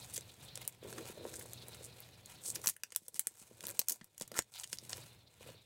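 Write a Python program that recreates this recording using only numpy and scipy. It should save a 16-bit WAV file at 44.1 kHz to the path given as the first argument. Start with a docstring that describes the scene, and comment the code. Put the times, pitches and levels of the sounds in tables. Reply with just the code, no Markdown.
"""A grainy hiss of sliding film, then dry snaps: hands pick at the shrink wrap on a hard disc case,
tear a strip off and drop it on the table. The film hisses as it sticks and slips over itself and
snaps as its taut creases buckle, while fingers rub and bump the hollow, ringing case.
A small damped room answers briefly, over a low hum and a faint flickering hiss."""
import sys
import numpy as np
from scipy import signal
from scipy.fft import rfft, irfft
from scipy.io import wavfile
from scipy.ndimage import uniform_filter1d

SR = 44100
rng = np.random.default_rng(int(sys.argv[2]) if len(sys.argv) > 2 else 0)


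def pcm_store(signal):
    """Save signal as 16-bit PCM."""
    levels = np.round(np.clip(np.atleast_2d(signal), -1, 1) * 32767)
    wavfile.write(sys.argv[1], SR, levels.astype(np.int16).T)


N = 249165

# Ride on the background, which sinks while the film tears. Each row: time in seconds, gain in dB.
BACKGROUND_RIDE = [(0, 3), (.3, 1), (.36, -5), (.43, 3), (.66, 2), (.71, -7), (.79, -5), (.85, 2.5),
                   (1.7, 2.5), (2.2, -1.5), (2.66, 0.5), (2.73, -16), (3.3, -18.5), (3.7, -2), (3.83, -15),
                   (4.12, -17), (4.3, -5.5), (4.5, -15), (4.8, -3.5), (5.0, 2.5), (5.35, -10), (5.48, 4),
                   (5.65, -9.5)]
# Tone of the room's rumble and of the thin hiss. Each row: frequency in Hz, relative level in dB.
RUMBLE_EQ = [(20, -23), (45, -18), (70, -6), (92, 0), (120, -2), (160, -6), (250, -13), (600, -14),
             (1200, -24), (2500, -24), (6000, -34), (16000, -32)]
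THIN_HISS_EQ = [(1200, -30), (1900, -17), (2400, -7), (3100, -9), (3700, -1), (4150, 0), (4600, -9),
                (5300, -11), (6500, -22), (9000, -35)]
# Scratchy flares of the thin hiss.
# Each row: middle in seconds, length in seconds, relative level in dB, centre in Hz.
FLARES = [(0.023, 0.051, -52, 4100), (0.225, 0.043, -61, 4000), (0.298, 0.033, -52.5, 3680),
          (0.489, 0.024, -49.5, 3980), (0.625, 0.031, -53.5, 4150), (1.581, 0.033, -51.5, 4140),
          (1.623, 0.057, -52, 3950), (1.737, 0.031, -50.5, 4070), (1.93, 0.017, -55.5, 4160),
          (2.036, 0.055, -58, 4000), (2.363, 0.028, -56.5, 4300), (5.028, 0.043, -57, 4120),
          (5.277, 0.034, -60.5, 4030), (5.495, 0.04, -60, 4070)]
# Strokes that slide the film. Each row: fastest moment, swell and fade in seconds,
# then the relative levels of film on film and of film on case in dB.
SLIDES = [(.03, 0.092, 0.16, -52, -55), (.168, 0.05, 0.03, -37, -52), (.31, 0.15, 0.14, -61, -62.5),
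          (.43, 0.05, 0.073, -52.5, -54.5), (.58, 0.034, 0.23, -54.5, -54), (.86, 0.055, 0.075, -56, -55),
          (.905, 0.046, 0.059, -51, -55), (.935, .015, 0.068, -52, -54.5), (.985, 0.028, 0.039, -45, -45),
          (1.03, 0.027, 0.29, -55.5, -56.5), (1.105, 0.077, 0.046, -55, -55.5),
          (1.28, 0.086, 0.16, -52, -55), (1.36, 0.14, 0.35, -52.5, -63), (1.61, 0.33, 0.15, -66, -62),
          (1.72, 0.11, 0.35, -58, -59), (2.04, 0.21, 0.31, -63.5, -62), (2.29, 0.041, 0.15, -57.5, -57),
          (2.47, 0.11, 0.13, -54.5, -63), (2.56, 0.042, 0.083, -51.5, -51),
          (2.685, 0.083, 0.056, -41.5, -54), (3.17, 0.039, 0.062, -48.5, -62),
          (3.065, 0.15, 0.0083, -62, -92), (3.39, 0.34, 0.27, -59.5, -62), (3.67, 0.17, 0.26, -52.5, -55.5),
          (3.905, 0.013, 0.063, -42.5, -48.5), (4.216, 0.013, 0.056, -52, -51.5),
          (4.379, 0.038, 0.012, -39.5, -43.5), (4.585, 0.077, 0.089, -48.5, -52.5),
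          (4.73, 0.074, 0.046, -46, -56.5), (4.85, 0.057, 0.025, -52, -80),
          (4.905, 0.017, 0.022, -48.5, -51), (4.965, 0.13, 0.17, -50.5, -51), (5.47, 0.15, 0.13, -61, -59)]
# Tone of film on film and of film on case. Each row: frequency in Hz, relative level in dB.
FILM_HISS_EQ = [(600, -50), (2000, 0.5), (3500, 1), (5500, -3), (8500, 1.5), (11000, -1.5), (16000, -8.5)]
FILM_SCRAPE_EQ = [(300, -26.5), (750, 6.5), (1100, -1), (1600, 2.5), (2400, 8.5), (3500, 6.5), (6000, -10),
                  (12000, -61.5)]
# Quick swishes of film. Each row: start in seconds, length in seconds, level in dB, centre in Hz.
SWISHES = [(0.133, 0.03, -43, 9900), (1.342, 0.04, -50, 8400), (1.817, 0.064, -52, 8440),
           (2.424, 0.11, -42.5, 8300), (2.545, 0.014, -45, 9050), (3.374, 0.066, -59, 8100),
           (4.343, 0.04, -48.5, 1560), (4.381, 0.016, -33, 8000), (4.536, 0.06, -52, 3900),
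           (4.933, 0.02, -60, 4430)]
# The featured snaps of the film. Each row: start in seconds, energy in dB rms over 1 ms,
# flutter time in seconds, pitch below which the snap thins out in Hz, pitch of one added ring in Hz,
# top octave gain in dB, case ring gain in dB, case ring centre in Hz.
SNAPS = [(0.143, -38, 0.003, 5000, 10800, -16, -19, 2900), (0.148, -43, 0.002, 8000, 10400, -1, -19, 4500),
         (0.161, -36, 0.0031, 3600, 7700, -14, -16, 700), (0.167, -45, 0.0015, 6000, 9500, -4, -10, 700),
         (0.178, -30.5, 0.00089, 6000, 14500, -16, -4.5, 2600),
         (0.209, -44, 0.0017, 6700, 14500, -14, -8, 700), (0.5552, -34.5, 0.0044, 5600, 3500, -9, -17, 700),
         (0.5752, -37, 0.00074, 2940, 10800, -4, 12.5, 800), (0.651, -46, 0.0013, 3000, 9300, 0, 6, 700),
         (0.6775, -25, 0.0013, 7300, 3470, 1, -9, 700), (0.9276, -39.5, 0.0016, 3000, 8900, -8, 13, 700),
         (0.98, -37.5, 0.011, 3000, 7000, -13, 15, 1200), (1.339, -38.5, 0.0061, 4600, 6400, -6, 5.5, 1700),
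         (1.411, -44.5, 0.0034, 3600, 8900, -3, 19, 1690), (1.425, -43, 0.00091, 7500, 8900, -4, 1, 700),
         (1.5335, -37, 0.0012, 6000, 11800, -8, -2, 700), (1.6837, -40.5, 0.0014, 8760, 12500, -7, 2, 705),
         (1.847, -43.5, 0.0016, 7500, 11900, -5, -8, 700), (2.004, -39.5, 0.0014, 10000, 3500, 7, -4, 700),
         (2.259, -43, 0.0026, 6730, 7100, -4, -11, 695), (2.4498, -44.5, 0.0014, 8400, 9300, -5, 7.5, 700),
         (2.459, -37, 0.0028, 4970, 4700, -12, -5, 700), (2.466, -37, 0.0018, 8000, 8500, -8, -24, 700),
         (2.502, -30, 0.0027, 5550, 7700, -6, -19, 700), (2.556, -30.5, 0.0019, 5000, 5400, -5, -14, 700),
         (2.5601, -33.5, 0.0018, 4000, 5400, 2, 9.5, 2490), (2.616, -46.5, 0.002, 4200, 11300, -5, -5, 700),
         (2.6409, -33.5, 0.014, 5600, 5560, 1.5, 13, 900), (2.66, -28.5, 0.00088, 6300, 5700, 5.5, 13, 900),
         (2.6718, -17.5, 0.0017, 4650, 6580, -5, -4, 1900), (2.6785, -21.5, 0.0017, 3580, 9000, 4, -6, 700),
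         (2.6882, -24, 0.0032, 6000, 13100, 0, -0.5, 1700),
         (2.696, -24.5, 0.0066, 6000, 9300, 1, -9.5, 1900),
         (2.765, -43.5, 0.0037, 8360, 10000, -5, 3.5, 1900),
         (2.835, -29, 0.0017, 4800, 5600, -1.5, 6.5, 2350), (2.905, -52.5, 0.0015, 5000, 6000, -17, 5, 900),
         (2.9211, -40, 0.0068, 4500, 8100, -6, 8, 2200), (2.949, -45, 0.0014, 4500, 13800, -10, -4, 2900),
         (2.9616, -20.5, 0.00094, 8300, 13800, -3.5, -14, 1090),
         (3.064, -57, 0.0039, 3600, 5700, -8, 7, 700), (3.082, -36, 0.0045, 8650, 13000, -7.5, -9.5, 700),
         (3.1438, -40, 0.0021, 4730, 8600, -9, -5, 700), (3.157, -44, 0.0019, 5600, 9300, -13, -1, 1100),
         (3.1945, -19, 0.0011, 6130, 8700, 0.5, -3, 2450), (3.2708, -23, 0.0013, 7500, 8700, -5, -6, 2970),
         (3.607, -41, 0.0019, 3000, 13800, -8, 4, 3400), (3.6285, -46, 0.0015, 3000, 9800, 2, -1, 700),
         (3.6378, -40.5, 0.004, 5000, 11300, -3, 14, 905), (3.6413, -41, 0.0012, 4200, 7000, -12, 7, 800),
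         (3.6532, -37.5, 0.0035, 4000, 14500, -13, -5, 1900),
         (3.6688, -30.5, 0.00097, 2950, 10300, 4, -8, 700), (3.6776, -45, 0.0018, 5600, 13800, -3, 12, 700),
         (3.684, -36, 0.0019, 4000, 14000, 4, 7, 1100), (3.69, -36, 0.0015, 3000, 14500, 4, 0, 700),
         (3.696, -44.5, 0.0016, 8400, 4700, 0, 13, 700), (3.703, -36, 0.00089, 10000, 3500, -3, -2, 700),
         (3.711, -40, 0.0011, 6000, 7700, -3, 3, 700), (3.7929, -15, 0.0012, 5670, 3900, 4, -7, 700),
         (3.7974, -26, 0.0024, 5000, 3500, 2, -17, 700), (3.8158, -36, 0.0029, 3600, 14500, -22, 3.5, 795),
         (3.8845, -21, 0.0031, 6300, 6300, 1.5, -11, 883),
         (3.895, -22.5, 0.0095, 5400, 14700, -0.5, -9.5, 900),
         (3.9067, -30, 0.0018, 5600, 3500, 6, -6, 705), (3.909, -40, 0.0021, 4740, 5400, -1, 4, 800),
         (3.9201, -26, 0.0088, 6800, 6250, 1, -14, 700), (4.012, -46, 0.0088, 3000, 4550, -20, 19, 1360),
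         (4.0438, -46, 0.0024, 8070, 4700, -1.5, -3, 900), (4.1797, -40.5, 0.0022, 6300, 7040, 1, -1, 2900),
         (4.1984, -42.5, 0.0031, 3400, 7300, 4, -4, 2200), (4.211, -33, 0.0039, 2950, 7000, -6, 9, 686),
         (4.221, -32.5, 0.0021, 5100, 8250, -8, -3, 700), (4.2776, -44.5, 0.0042, 6300, 3500, -3, -4, 1100),
         (4.317, -40, 0.0019, 4000, 13100, -6, 14, 705), (4.3428, -43.5, 0.0009, 3800, 4500, -19, 15, 1400),
         (4.376, -33, 0.003, 4450, 5970, -10, 12, 1390),
         (4.3902, -19.5, 0.00094, 5250, 7100, -5, 6.5, 1330),
         (4.422, -43.5, 0.0015, 4000, 14500, -7, 3, 800), (4.539, -45, 0.0018, 3200, 4100, -9, -3, 800),
         (4.5985, -35, 0.0011, 5000, 7300, -15, -5, 3340), (4.635, -36, 0.0082, 3200, 3500, -8, 7, 4500),
         (4.6413, -35.0, 0.0032, 4700, 14500, -15, 6, 3400),
         (4.675, -46.5, 0.0011, 4500, 8100, -11, -3, 700),
         (4.729, -28, 0.0047, 4440, 14500, -12, 1.5, 2470), (4.757, -50, 0.0008, 3000, 11900, -4, -1, 700),
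         (4.773, -49, 0.001, 3200, 11300, -11, -7, 700), (4.7861, -35.5, 0.0007, 3000, 5200, -9, -5, 700),
         (4.8937, -36.5, 0.006, 5300, 14500, -11, -2, 700),
         (4.9045, -40.5, 0.0015, 5000, 5400, -11, 5, 800), (4.9306, -29.5, 0.0027, 3000, 4630, -30, 4, 800),
         (4.97, -42, 0.004, 4200, 7000, 2, -3, 900)]
# Resonances of the case. Each row: frequency in Hz, width in Hz, relative level in dB.
CASE_MODES = [(240, 140, -9), (326.5, 52, 3.5), (420, 48, 3), (494, 47, 4), (654, 85, -2.5),
              (1084, 104, -7.5), (1600, 150, -13.5), (1780, 300, -9), (2930, 290, -16.5), (3110, 450, -15)]
# How strongly a snap drives the case. Each row: frequency in Hz, gain in dB.
SNAP_INTO_CASE = [(100, -20), (450, -9), (750, -1), (1500, 9.5), (2700, 12), (4000, 8.5), (8000, 23)]
# Fingers dragging over the case.
# Each row: fastest moment, swell and fade in seconds, relative level in dB.
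DRAGS = [(.17, 0.14, .04, -64), (.58, 0.047, 0.3, -66.5), (.85, 0.025, 0.14, -49.5),
         (.99, 0.081, 0.15, -49), (1.185, 0.066, 0.11, -53.5), (1.265, 0.067, 0.11, -49.5),
         (1.36, 0.088, 0.23, -54), (1.8, 0.64, 0.34, -62.5), (2.58, 0.2, 0.11, -55.5),
         (3.17, 0.05, 0.05, -66.5), (3.69, 0.21, 0.14, -58), (3.91, 0.023, 0.049, -58.5),
         (4.365, 0.052, 0.045, -49.5), (4.98, 0.16, 0.063, -59), (5.485, 0.045, 0.06, -59)]
# Bumps on the case. Each row: start in seconds, knock peak in dB, knock centre in Hz, thump peak in dB.
BUMPS = [(0.1793, -44.5, 457, -64), (0.9792, -57, 390, -69), (0.828, -43.5, 410, -69),
         (0.8553, -43.5, 400, -52), (0.872, -52, 430, -62), (0.931, -44, 360, -65), (1.098, -42, 390, -49),
         (1.174, -44, 576, -62), (1.2097, -44, 480, -72), (1.2524, -31.5, 570, -60), (1.264, -46, 640, -86),
         (1.456, -46.5, 574, -68), (1.8083, -46.5, 410, -76), (2.485, -47.5, 510, -73),
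         (2.673, -51, 490, -49), (2.923, -59, 483, -75), (2.9626, -58, 436, -81), (3.018, -65.5, 340, -66),
         (3.083, -55, 450, -72), (3.145, -63, 370, -60), (3.273, -57, 390, -64), (3.311, -65, 310, -72),
         (3.414, -62, 293, -57), (3.5114, -50, 398, -59), (3.639, -48, 420, -50), (3.793, -57, 450, -64),
         (4.012, -60, 290, -49.5), (4.2111, -45.5, 425, -46), (4.3164, -44, 637, -55),
         (4.3901, -43, 340, -52), (4.7296, -46.5, 410, -56), (4.8264, -54.5, 353, -60),
         (5.409, -49, 516, -65), (5.463, -46, 470, -65), (5.49, -47, 700, -75), (5.546, -56, 440, -68)]
# Fingertip creaks. Each row: start in seconds, length in seconds, level in dB, pitch in Hz.
JUDDERS = [(0.92, 0.031, -52, 342), (0.976, 0.022, -46, 317), (0.992, 0.043, -53, 333),
           (1.166, 0.022, -58.5, 614), (1.2, 0.037, -54.5, 311), (3.694, 0.025, -60.5, 564),
           (5.487, 0.023, -56.5, 494)]
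# Kicks of the case as the film lets go. Each row: start in seconds, peak in dB, push time in seconds.
RECOILS = [(2.837, -60, 0.00095), (3.1943, -53, 0.00074), (3.7929, -37.5, 0.00046), (4.389, -44, 0.0013),
           (4.3905, -19.5, 0.00015)]
# Decay of the room. Each row: frequency in Hz, time to fall 60 dB in seconds.
ROOM_DECAY = [(150, 0.074), (600, 0.025), (2000, 0.081), (7000, 0.085), (16000, 0.054)]


def amp(db):
    return 10 ** (np.asarray(db) / 20)


def unit_rms(x):
    return x / np.sqrt(np.mean(x ** 2) + 1e-20)


def curve(points, hz):
    """A breakpoint curve, read along a log frequency axis."""
    point_hz, value = np.transpose(points)
    return np.interp(np.log(hz + 1), np.log(point_hz + 1), value)


def add(mix, start_s, sound):
    part = mix[max(round(start_s * SR), 0):][:len(sound)]
    part += sound[:len(part)]


def bins(size=2048):
    return np.fft.rfftfreq(size, 1 / SR)


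def octaves_from(centre_hz):
    return abs(np.log2((bins() + 20) / centre_hz))


def impulse(gain_db):
    """The sharpest impulse response that has this spectrum."""
    log_gain = np.log(amp(np.concatenate([gain_db, gain_db[-2:0:-1]])))
    return irfft(np.exp(np.conj(signal.hilbert(log_gain)))[:len(gain_db)])


def colour(x, gain_db):
    """EQ a sound and bring it to unit rms."""
    return unit_rms(signal.oaconvolve(x, impulse(gain_db))[:len(x)])


def drift(noise, span, axis=-1):
    """Noise smoothed into a wobble of unit rms."""
    return unit_rms(uniform_filter1d(noise, size=span, axis=axis))


def case_db(hz, damping=1):
    """Body of the case: the summed power of its resonances."""
    power = 0
    for mode_hz, width_hz, db in CASE_MODES:
        detuning = (hz ** 2 - mode_hz ** 2) / ((hz + 1) * width_hz * damping)
        power += amp(db) ** 2 / (1 + detuning ** 2)
    return 10 * np.log10(power + 1e-10)


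def slips(per_s, spread_db, smooth_db):
    """Stick-slip: random tiny clicks of uneven size over smooth friction noise."""
    size = amp(spread_db * np.minimum(rng.exponential(1, N), 4))
    clicks = size * rng.choice([-1, 1], N) * (rng.random(N) < per_s / SR)
    return unit_rms(unit_rms(clicks) + amp(smooth_db) * rng.standard_normal(N))


def strokes(rows, rest_db, column=3, depth_db=21.5, roundness=1.29):
    """Envelope of a rub: each stroke swells and fades above the faint rub of the resting hand."""
    t = np.arange(0, N + 64, 64) / SR
    power = amp(rest_db) ** 2
    for row in rows:
        peak_s, swell_s, fade_s = row[:3]
        away = np.maximum((peak_s - t) / swell_s, (t - peak_s) / fade_s)
        power = power + amp(row[column] - depth_db * away ** roundness) ** 2
    return np.interp(np.arange(N) / SR, t, np.sqrt(power))


def jerks(depth_db=5.0, jerk_s=0.011):
    """A rubbing hand never moves evenly: a gain that catches and lets go many times a second."""
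    times = np.arange(1000) * jerk_s
    catches = np.clip(rng.standard_normal(len(times)), -2, 2)
    return unit_rms(amp(depth_db * np.interp(np.arange(N) / SR, times, catches)))


def background(rumble_db=-62, hum_db=-68, hum_hz=119.0, hiss_db=-67):
    """The bed: low room noise, a wavering hum and a thin hiss, all on one level ride."""
    t = np.arange(N) / SR
    rumble = amp(rumble_db) * colour(rng.standard_normal(N), curve(RUMBLE_EQ, bins(size=8192)))
    waver = drift(drift(rng.standard_normal(N), 3000), 3000)
    tone = np.sin(2 * np.pi * hum_hz * t + .5 * waver[::-1])
    hum = amp(hum_db) * unit_rms((1 + 0.33 * waver) * tone)
    ride = amp(np.interp(t, *np.transpose(BACKGROUND_RIDE)))
    return ride * (rumble + hum + amp(hiss_db) * thin_hiss())


def thin_hiss(wander_octaves=.055):
    """A narrow hiss that flickers in patches and wanders in pitch."""
    hz, _, noise = signal.stft(rng.standard_normal(N), SR, nperseg=512)
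    patches = drift(drift(rng.standard_normal(noise.shape), 4, axis=0), 7)
    flutter = drift(rng.standard_normal(noise.shape[1]), 5)
    flicker_db = 6 * np.tanh(.6 * patches) + 6 * np.tanh(.5 * flutter)
    wander = 2 ** (wander_octaves * drift(rng.standard_normal(noise.shape[1]), 7))
    shaped = noise * amp(curve(THIN_HISS_EQ, hz[:, None] * wander) + flicker_db)
    return unit_rms(signal.istft(shaped, SR, nperseg=512)[1][:N])


def flares(gain_db=-3.0, width_octaves=0.22):
    """Short patches of narrow, scratchy hiss swell and fade."""
    out = np.zeros(N)
    for middle_s, length_s, db, centre_hz in FLARES:
        band_db = -20 * np.log10(1 + (octaves_from(centre_hz) / width_octaves) ** 2)
        patch = colour(rng.standard_normal(SR // 8), band_db)[:round(length_s * SR)]
        add(out, middle_s - length_s / 2, amp(db + gain_db) * patch * signal.windows.hann(len(patch)))
    return out


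def rustle(hiss_db=-2, scrape_db=-1, flutter_s=0.00046, creases=24):
    """Film hisses on film and scrapes on the case; each slip shivers briefly and sounds in both."""
    t = np.arange(256) / SR
    drive = np.zeros(N)
    for _ in range(creases):
        shiver = rng.standard_normal(len(t)) * np.exp(-t / flutter_s)
        drive += signal.oaconvolve(slips(per_s=55, spread_db=5.5, smooth_db=-2), unit_rms(shiver))[:N]
    drive *= jerks()
    hiss = strokes(SLIDES, rest_db=-74.5, column=3) * colour(drive, curve(FILM_HISS_EQ, bins()))
    scrape = strokes(SLIDES, rest_db=-76.0, column=4) * colour(drive, curve(FILM_SCRAPE_EQ, bins()))
    return amp(hiss_db) * hiss + amp(scrape_db) * scrape


def snap(db, flutter_s, cut_hz, ring_hz, top_db, body_db, body_hz,
         flutter_db=11, ring_db=6, ring_width_hz=1000, db_per_octave=7, edge_echo=0.34):
    """A crease buckles with one sharp click, then flutters; a smaller, tauter patch rings higher."""
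    hz, t = bins(), np.arange(1024) / SR
    fade = np.exp(-(t / flutter_s) ** 2)
    # keeping only the phase spreads the flutter evenly over frequency
    phase = np.angle(rfft(rng.standard_normal(len(t)) * fade))
    shiver = fade * irfft(np.exp(1j * phase))
    drive = amp(flutter_db) * np.sqrt(flutter_s / .001) * shiver / np.linalg.norm(shiver)
    drive[0] += 1  # the click
    # the wave runs to the edge of the taut patch and back, giving each snap its own hollow colour
    round_trip = round(rng.uniform(.0004, .0012) * SR)
    drive = signal.lfilter([1], np.r_[1, np.zeros(round_trip - 1), edge_echo], drive)
    # the snap thins out below the low-cut corner
    low_cut = [(300, -31), (cut_hz / 4, -21), (0.63 * cut_hz, -13), (cut_hz, -2), (1.1 * cut_hz, 0)]
    treble = [(9000, 0), (12500, top_db), (16000, 1.4 * top_db - 6)]
    peak_db = ring_db / (1 + ((hz - ring_hz) / ring_width_hz) ** 2)
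    film = amp(curve(low_cut, hz) + curve(treble, hz) + peak_db)
    # clinging film rings the nearest panel too, retuned a little each time by the shifting grip
    retune = 2 ** rng.uniform(-.11, .11)
    focus_db = body_db - db_per_octave * octaves_from(body_hz)
    panel = amp(case_db(hz * retune) + curve(SNAP_INTO_CASE, hz) + focus_db)
    sound = signal.fftconvolve(drive, impulse(20 * np.log10(np.hypot(film, panel))))
    return amp(db) * sound / np.linalg.norm(sound) * np.sqrt(SR / 1000)


def crinkles(count=380, cut_hz=5500, size_octaves=0.25, slide_cap_db=-49):
    """Tiny creases pop at random, as hard as the film is moved, up to what a small crease can give."""
    out = np.zeros(N)
    slide_db = np.minimum(20 * np.log10(strokes(SLIDES, rest_db=-78)), slide_cap_db)
    starts = rng.integers(0, N, count)
    for at, (softness, pitch, body, top) in zip(starts, rng.uniform(-1.7, 1.7, (count, 4))):
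        corner_hz = cut_hz * 2 ** (size_octaves * pitch)
        pop = snap(slide_db[at] - 2 - 3 * softness, flutter_s=0.0016, cut_hz=corner_hz,
                   ring_hz=1.9 * corner_hz, top_db=-4 + 4 * top, body_db=-5 + 4 * body, body_hz=1700)
        add(out, at / SR, pop)
    return out


def swishes(width_octaves=0.21):
    """A fast slide packs its slips into a narrow hiss that swells and fades."""
    out = np.zeros(N)
    drive = slips(per_s=2400, spread_db=5.5, smooth_db=-29.0)
    for start_s, length_s, db, centre_hz in SWISHES:
        band_db = -10 * np.log10(1 + (octaves_from(centre_hz) / width_octaves) ** 2)
        skirt = [(centre_hz / 10, -25), (centre_hz / 2, 0), (centre_hz, 0), (2 * centre_hz, -5)]
        grains = drive[round(start_s * SR):][:round(length_s * SR)]
        swish = colour(grains, band_db + curve(skirt, bins()))
        add(out, start_s, amp(db) * swish * signal.windows.tukey(len(swish), .7))
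    return out


def snaps():
    """The taut film gives way, crease by crease."""
    out = np.zeros(N)
    for start_s, *crease in SNAPS:
        add(out, start_s, snap(*crease))
    return out


def fingers(gain_db=-2):
    """Skin drags over the wrapped case in small jerks that stir its resonances."""
    skin_db = curve([(60, -10), (250, -5), (700, -12), (1500, -14.5), (3000, -32), (6000, -54)], bins())
    drive = slips(per_s=200, spread_db=2.0, smooth_db=-7.5)
    return amp(gain_db) * strokes(DRAGS, rest_db=-83.5) * colour(drive, case_db(bins()) + skin_db)


def bumps(db_per_octave=8, rattle_s=0.0038, rattle=0.051):
    """A fingertip or a tug of the film knocks the case, which rings and pushes a soft thump of air."""
    out, hz, t = np.zeros(N), bins(), np.arange(1024) / SR
    thump_eq = [(0, -16), (25, -45), (90, -23), (170, -9), (300, -15.5), (900, -94), (4000, -100)]
    thump = impulse(curve(thump_eq, hz))
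    for start_s, knock_db, centre_hz, thump_db in BUMPS:
        blow = rattle * rng.standard_normal(len(t)) * np.exp(-t / rattle_s)
        blow[0] += 1
        damping = np.interp(knock_db, [-42, -30], [1, 3.5])  # a harder tug needs a firmer grip
        ring = impulse(case_db(hz, damping) - db_per_octave * octaves_from(centre_hz))
        knock = signal.fftconvolve(blow, ring)
        add(out, start_s, amp(knock_db) * knock / abs(knock).max())
        add(out, start_s, amp(thump_db) * thump / abs(thump).max())
    return out


def judders(jitter=0.043, overtone_db=-20):
    """Skin sticks and slips at the pace of the ringing case: a short, hollow, unsteady creak."""
    out = np.zeros(N)
    for start_s, length_s, db, hz in JUDDERS:
        wobble = drift(rng.standard_normal(SR // 8), 100)[:round(length_s * SR)]
        phase = 2 * np.pi * np.cumsum(hz * (1 + jitter * wobble)) / SR
        creak = unit_rms(np.sin(phase) + amp(overtone_db) * np.sin(2 * phase))
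        add(out, start_s, amp(db) * creak * signal.windows.tukey(len(creak), .6))
    return out


def recoils():
    """The freed case jerks back and gives the air one deep push."""
    out = np.zeros(N)
    for start_s, peak_db, push_s in RECOILS:
        age = np.arange(2048) / SR / push_s
        push = age * (1 - age / 2) * np.exp(-age)
        add(out, start_s, amp(peak_db) * push / abs(push).max())
    return out


def room(x, wet_db=-11, table_db=-15, table_s=.002):
    """A bounce off the table, then a short, damped tail from the walls."""
    length = SR // 3
    reflections = rng.standard_normal(length) * (np.arange(length) > .002 * SR)
    hz, t, bands = signal.stft(reflections, SR, nperseg=128)
    walls_db = curve([(300, 9), (4000, 0), (8000, 1), (11000, -2.5), (15000, 4)], hz)[:, None]
    decay_db = 60 * t / curve(ROOM_DECAY, hz)[:, None]
    tail = signal.istft(bands * amp(walls_db - decay_db), SR, nperseg=128)[1]
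    response = amp(wet_db) * tail / np.linalg.norm(tail)
    add(response, table_s, amp(table_db) * np.array([.25, .5, .25]))
    return signal.oaconvolve(x, response)[:N]


def scene():
    """Film and case up close, with a touch of room, over the background bed."""
    hands = snaps() + crinkles() + rustle() + swishes() + fingers() + judders() + bumps() + recoils()
    return (hands + room(hands) + background() + flares())[None]


def record(dry):
    """A soft clip rounds the sharpest peaks, then a low-pass trims the very top."""
    ceiling, cutoff_hz = .4, 16200
    rounded = ceiling * np.tanh(dry / ceiling)
    low_pass = signal.firwin(161, cutoff_hz, window=("kaiser", 8), fs=SR)
    return signal.oaconvolve(rounded, low_pass[None], "same")


dry = scene()
out = record(dry)
pcm_store(out)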